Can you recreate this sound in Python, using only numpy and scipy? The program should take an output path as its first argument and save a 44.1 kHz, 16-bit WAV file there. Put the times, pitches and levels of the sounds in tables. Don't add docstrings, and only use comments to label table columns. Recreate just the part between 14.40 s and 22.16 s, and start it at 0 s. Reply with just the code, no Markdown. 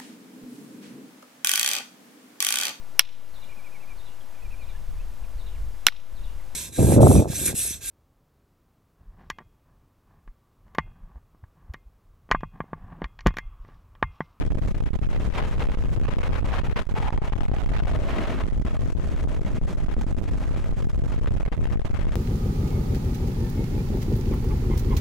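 import sys
import numpy as np
from scipy import signal
from scipy.fft import rfft, irfft
from scipy.io import wavfile
from scipy.ndimage import uniform_filter1d

SR = 44100
rng = np.random.default_rng(int(sys.argv[2]) if len(sys.argv) > 2 else 0)


def output_pcm(signal):
    pcm = np.clip(np.atleast_2d(signal).T, -1, 1) * 32767
    wavfile.write(sys.argv[1], SR, np.round(pcm).astype(np.int16))


N = 342039

# (time [s], level [dB])
GROWL_LEVEL = [(0, -26), (0.5, -42.5), (3.3, -48.5), (3.6, -33.5), (4.0, -32), (4.2, -41.5), (5.0, -36.5),
               (5.9, -32), (6.4, -45.5), (7.75, -47)]
# (frequency [Hz], relative density [dB per Hz])
GROWL_SPECTRUM = [(60, -50), (200, 5.5), (370, 1), (700, -32), (3000, -90)]

# (frequency [Hz], relative density [dB per Hz])
EDDY_SPECTRUM = [(3, -20), (10, -2), (22, -1.5), (45, -2.5), (90, -12.5), (200, -32.5), (500, -34),
                 (1500, -78.5)]
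# (time [s], length [s], capsules [L, R or LR])
LONG_GUSTS = [(0.131, 0.015, "LR"), (0.156, 0.017, "LR"), (0.175, 0.035, "L"), (0.197, 0.024, "R"),
              (0.325, 0.02, "LR"), (0.424, 0.013, "LR"), (0.493, 0.04, "L"), (0.517, 0.015, "R"),
              (0.564, 0.024, "LR"), (0.594, 0.022, "LR"), (0.886, 0.035, "R"), (1.344, 0.029, "L"),
              (1.548, 0.027, "R"), (1.696, 0.033, "R"), (1.802, 0.028, "L"), (1.999, 0.044, "L"),
              (2.03, 0.015, "R"), (2.218, 0.017, "LR"), (2.326, 0.035, "L"), (2.414, 0.033, "R"),
              (2.433, 0.062, "L"), (2.691, 0.034, "LR"), (2.785, 0.034, "LR"), (2.9, 0.023, "LR"),
              (2.936, 0.034, "R"), (2.99, 0.016, "LR"), (3.097, 0.019, "LR"), (3.188, 0.047, "L"),
              (3.306, 0.011, "LR"), (4.085, 0.039, "L"), (4.2, 0.014, "LR"), (4.224, 0.026, "LR"),
              (4.547, 0.039, "R"), (4.605, 0.033, "R"), (4.846, 0.029, "L"), (4.989, 0.026, "R"),
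              (5.186, 0.028, "LR"), (5.447, 0.037, "L"), (5.543, 0.024, "LR"), (5.647, 0.019, "LR"),
              (5.806, 0.0094, "R"), (5.729, 0.037, "R"), (5.791, 0.046, "L"), (6.303, 0.023, "L"),
              (6.952, 0.012, "LR"), (7.08, 0.042, "R"), (7.095, 0.023, "L"), (7.151, 0.042, "L"),
              (7.275, 0.039, "R"), (7.356, 0.04, "R"), (7.374, 0.02, "L"), (7.425, 0.024, "LR"),
              (7.456, 0.046, "L"), (7.557, 0.033, "R"), (7.693, 0.026, "R")]
# (time [s], length [s], capsules [L, R or LR])
TIMED_LULLS = [(0.212, 0.017, "R"), (0.29, 0.031, "L"), (0.337, 0.02, "LR"), (0.481, 0.01, "R"),
               (0.628, 0.022, "R"), (0.695, 0.041, "L"), (0.732, 0.04, "R"), (0.796, 0.029, "L"),
               (0.803, 0.068, "R"), (0.936, 0.06, "LR"), (1.047, 0.11, "L"), (1.046, 0.039, "R"),
               (1.114, 0.026, "R"), (1.204, 0.028, "LR"), (1.313, 0.035, "LR"), (1.7, 0.055, "L"),
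               (1.83, 0.05, "LR"), (1.95, 0.12, "L"), (2.078, 0.088, "R"), (2.129, 0.075, "L"),
               (2.359, 0.045, "LR"), (2.178, 0.0076, "R"), (2.236, 0.039, "LR"), (2.494, 0.037, "R"),
               (2.551, 0.037, "LR"), (2.602, 0.085, "L"), (2.611, 0.038, "R"), (2.674, 0.018, "R"),
               (2.722, 0.024, "R"), (2.836, 0.047, "L"), (2.846, 0.093, "R"), (3.131, 0.083, "R"),
               (3.317, 0.039, "R"), (3.47, 0.035, "LR"), (3.598, 0.12, "L"), (3.628, 0.39, "R"),
               (3.733, 0.294, "L"), (4.133, 0.022, "L"), (4.265, 0.015, "LR"), (4.303, 0.055, "L"),
               (4.332, 0.043, "R"), (4.39, 0.045, "R"), (4.465, 0.067, "L"), (4.574, 0.079, "L"),
               (4.639, 0.099, "R"), (4.699, 0.12, "L"), (4.753, 0.058, "R"), (4.878, 0.066, "L"),
               (4.915, 0.076, "R"), (5.051, 0.048, "R"), (5.06, 0.051, "L"), (5.116, 0.024, "LR"),
               (5.152, 0.027, "LR"), (5.267, 0.085, "LR"), (5.371, 0.071, "L"), (5.49, 0.063, "L"),
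               (5.586, 0.036, "R"), (5.672, 0.024, "LR"), (5.84, 0.06, "LR"), (5.91, 0.25, "R"),
               (5.971, 0.087, "L"), (6.161, 0.07, "L"), (6.19, 0.068, "R"), (6.24, 0.049, "L"),
               (6.328, 0.061, "L"), (6.381, 0.033, "R"), (6.689, 0.072, "L"), (6.761, 0.038, "R"),
               (7.117, 0.04, "LR"), (7.323, 0.03, "L"), (7.452, 0.023, "R"), (7.504, 0.016, "R"),
               (7.569, 0.066, "L"), (7.675, 0.019, "L"), (7.716, 0.03, "LR")]
SLAM_DB, LULL_DB = 11.5, -0.5
GUST_PUSH = 2.5
SHORT_LULLS_PER_S, SHORT_LULL_S, SHORT_LULL_SPREAD = 5.5, 0.018, 0.386

# (time [s], level [dB])
SURGE_LEVEL = [(0.0, -33.5), (0.15, -46.5), (0.4, -40), (0.75, -37.5), (0.874, -42.5), (1.0, -29),
               (1.125, -41), (1.3, -34.5), (1.5, -49), (1.7, -36), (2.0, -34), (2.375, -37), (2.5, -38.5),
               (2.65, -37), (3.25, -34), (3.4, -34.5), (3.62, -37), (3.75, -31.5), (3.98, -36.5),
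               (4.125, -48.5), (4.28, -39), (4.5, -48), (4.8, -44.5), (5.748, -46), (6.5, -50),
               (7.0, -40.5), (7.75, -39.5)]
# (frequency [Hz], relative density [dB per Hz])
SURGE_SPECTRUM = [(200, -26), (450, -0.5), (600, -5), (1000, -4), (2800, -13.5), (4300, -25), (7500, -38),
                  (15000, -50)]
# (time [s], centre [Hz], gain before the carrier, re the surge [dB])
HOLLOW_RING = [(1.1, 589.3, -9), (1.999, 519.6, -4), (2.4, 1023, -5.5), (2.559, 869.8, 4),
               (2.72, 862.3, 12), (2.9, 852, -1.5), (3.201, 725.4, 0), (3.619, 600, 4.5), (3.9, 620, -4.5)]
# (time [s], length [s], rise before edge smoothing [dB])
SURGE_FLARES = [(2.356, 0.039, 8), (2.672, 0.021, 3), (3.879, 0.03, 5)]

# (mean firing rate [Hz], relative pulse level [dB])
ENGINE_FIRINGS = [(91.05, 4.5), (88.15, -5), (89.8, -4), (88.3, -6)]
BLADE_HZ = 39.9
# (frequency [Hz], relative density [dB per Hz])
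ROAR_SPECTRUM = [(35, -10.5), (60, 0), (224, -8.5), (469, -18.5), (605, -14), (744, -22.5), (1240, -22.5),
                 (4840, -39), (7000, -39), (15000, -58)]
ROAR_DB = -45

RAIL = .123
# (first [Hz], second [Hz])
COUPLING_CORNERS_HZ = (7.0, 18.0)
TOP_HZ = 15100


def undb(db):
    return 10 ** (np.asarray(db) / 20)


def unit(x):
    return x / np.sqrt(np.mean(x ** 2))


def level_at(points):
    return np.interp(np.arange(N) / SR, *np.transpose(points))


def colour(x, points):
    hz, db = np.transpose(points)
    bins_hz = np.maximum(np.arange(N // 2 + 1) * SR / N, 1)
    gain_db = np.interp(np.log(bins_hz), np.log(hz), db)
    return irfft(rfft(x) * undb(gain_db), N)


def presence(x, db):
    bandpass = signal.butter(2, (1000, 6000), "band", fs=SR, output="sos")
    band = signal.sosfilt(bandpass, x)
    return x * undb(db) / np.sqrt(np.mean(band ** 2))


def walk(rate_hz):
    hold = max(int(SR / rate_hz), 1)
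    held = np.repeat(rng.standard_normal(N // hold + 1), hold)[:N]
    return unit(uniform_filter1d(uniform_filter1d(held, hold), hold))


def spans(table, edge_s, values=None):
    out = np.zeros((2, N))
    for k, (start_s, length_s, capsules) in enumerate(table):
        ports = ["LR".index(c) for c in capsules]
        value = 1 if values is None else values[k]
        out[ports, int(start_s * SR):int((start_s + length_s) * SR)] = value
    return uniform_filter1d(out, int(edge_s * SR))


def blade_chopped_noise(alike, blade_db, flicker_db):
    blade_turns = np.cumsum(BLADE_HZ * (1 + 0.026 * walk(2.1))) / SR
    chop = undb(blade_db * np.cos(2 * np.pi * blade_turns) + flicker_db * walk(40))
    shared = alike * rng.standard_normal(N)
    separate = np.sqrt(1 - alike ** 2) * rng.standard_normal((2, N))
    return chop * (shared + separate)


def growl():
    rough = blade_chopped_noise(alike=0.6, blade_db=1.5, flicker_db=3.0)
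    return unit(colour(rough, GROWL_SPECTRUM)) * undb(level_at(GROWL_LEVEL))


def short_lulls():
    gap, size, side = rng.random((200, 3)).T
    starts_s = np.cumsum(-np.log(1 - gap)) / (2 * SHORT_LULLS_PER_S)
    log_odds = np.log(size / (1 - size))
    lengths_s = SHORT_LULL_S * np.exp(SHORT_LULL_SPREAD * log_odds / 2)
    return [(s, n, "LR"[int(p < .5)]) for s, n, p in zip(starts_s, lengths_s, side)]


def buffeting(opposed=0.7023):
    slow = colour(rng.standard_normal(N), [(25, -3), (90, -17.0)])
    opposite = slow * np.array([[1], [-1]])
    eddies = opposed * opposite + (1 - opposed) * rng.standard_normal((2, N))
    return unit(colour(eddies, EDDY_SPECTRUM))


def wind_pressure():
    directions = np.sign(rng.standard_normal(64))
    push = spans(LONG_GUSTS, 0.002, directions)
    lull = spans(TIMED_LULLS + short_lulls(), 0.00235)
    eddies = buffeting()
    eased = 1.25 * np.tanh(undb(LULL_DB) * eddies)
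    eddies = (1 - lull) * undb(SLAM_DB) * eddies + lull * eased
    return (1 - np.abs(push)) * eddies + GUST_PUSH * push


def hollow_ring():
    t = np.arange(N) / SR
    time_s, centre_hz, ring_db = np.transpose(HOLLOW_RING)
    turns = np.cumsum(np.interp(t, time_s, centre_hz)) / SR
    return walk(230) * np.cos(2 * np.pi * turns) * undb(np.interp(t, time_s, ring_db))


def surge(level_db):
    ring = hollow_ring()
    chopped = blade_chopped_noise(alike=0.79, blade_db=2.2, flicker_db=2.85)
    rasp = presence(colour(chopped, SURGE_SPECTRUM), 0)
    flare_spans = [(s, n, "LR") for s, n, _ in SURGE_FLARES]
    flare_db = spans(flare_spans, 0.0044, [db for *_, db in SURGE_FLARES])
    side_db = np.array([[.8], [-.8]])
    return (rasp + ring) * undb(level_db + flare_db + side_db)


def engine(firing_hz, scatter_db, weak_db):
    firing_count = np.cumsum(firing_hz * (1 + 0.00591 * walk(3))) / SR
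    at = np.flatnonzero(np.diff(np.floor(firing_count)))
    scatter = scatter_db * rng.standard_normal(N // 100)[:len(at)]
    alternate = weak_db * (np.arange(len(at)) % 2)
    pulses = np.zeros(N)
    pulses[at] = undb(scatter + alternate)
    return pulses


def roar(firing_db=0.5):
    engines = [undb(db) * engine(hz, scatter_db=6.0, weak_db=-5.5) for hz, db in ENGINE_FIRINGS]
    thud = colour(unit(sum(engines)), [(250, -2.5), (1500, -14), (6000, -9)])
    gas = blade_chopped_noise(alike=0.86, blade_db=0.95, flicker_db=1.84)
    return presence(colour(gas + undb(firing_db) * thud, ROAR_SPECTRUM), ROAR_DB)


def scene():
    return roar() + surge(level_at(SURGE_LEVEL)) + growl() + RAIL * wind_pressure()


def record(dry):
    knee = 2.51
    out = dry / (1 + np.abs(dry / RAIL) ** knee) ** (1 / knee)
    t = np.arange(SR // 20) / SR
    tail = unit(rng.standard_normal(len(t)) * np.exp(-t / 0.019)) / np.sqrt(len(t))
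    grit = colour(out, [(250, -34), (700, -5.5), (15000, 4)])
    haze = signal.fftconvolve(grit, tail[None], axes=1)[:, :N]
    out = out + undb(-14.5) * haze
    out = out + undb(-80.0) * rng.standard_normal(out.shape)
    for corner_hz in COUPLING_CORNERS_HZ:
        out = signal.lfilter(*signal.butter(1, corner_hz, "high", fs=SR), out)
    lowpass = signal.ellip(8, .2, 70, TOP_HZ, fs=SR, output="sos")
    return signal.sosfilt(lowpass, out)


dry = scene()
out = record(dry)
output_pcm(out)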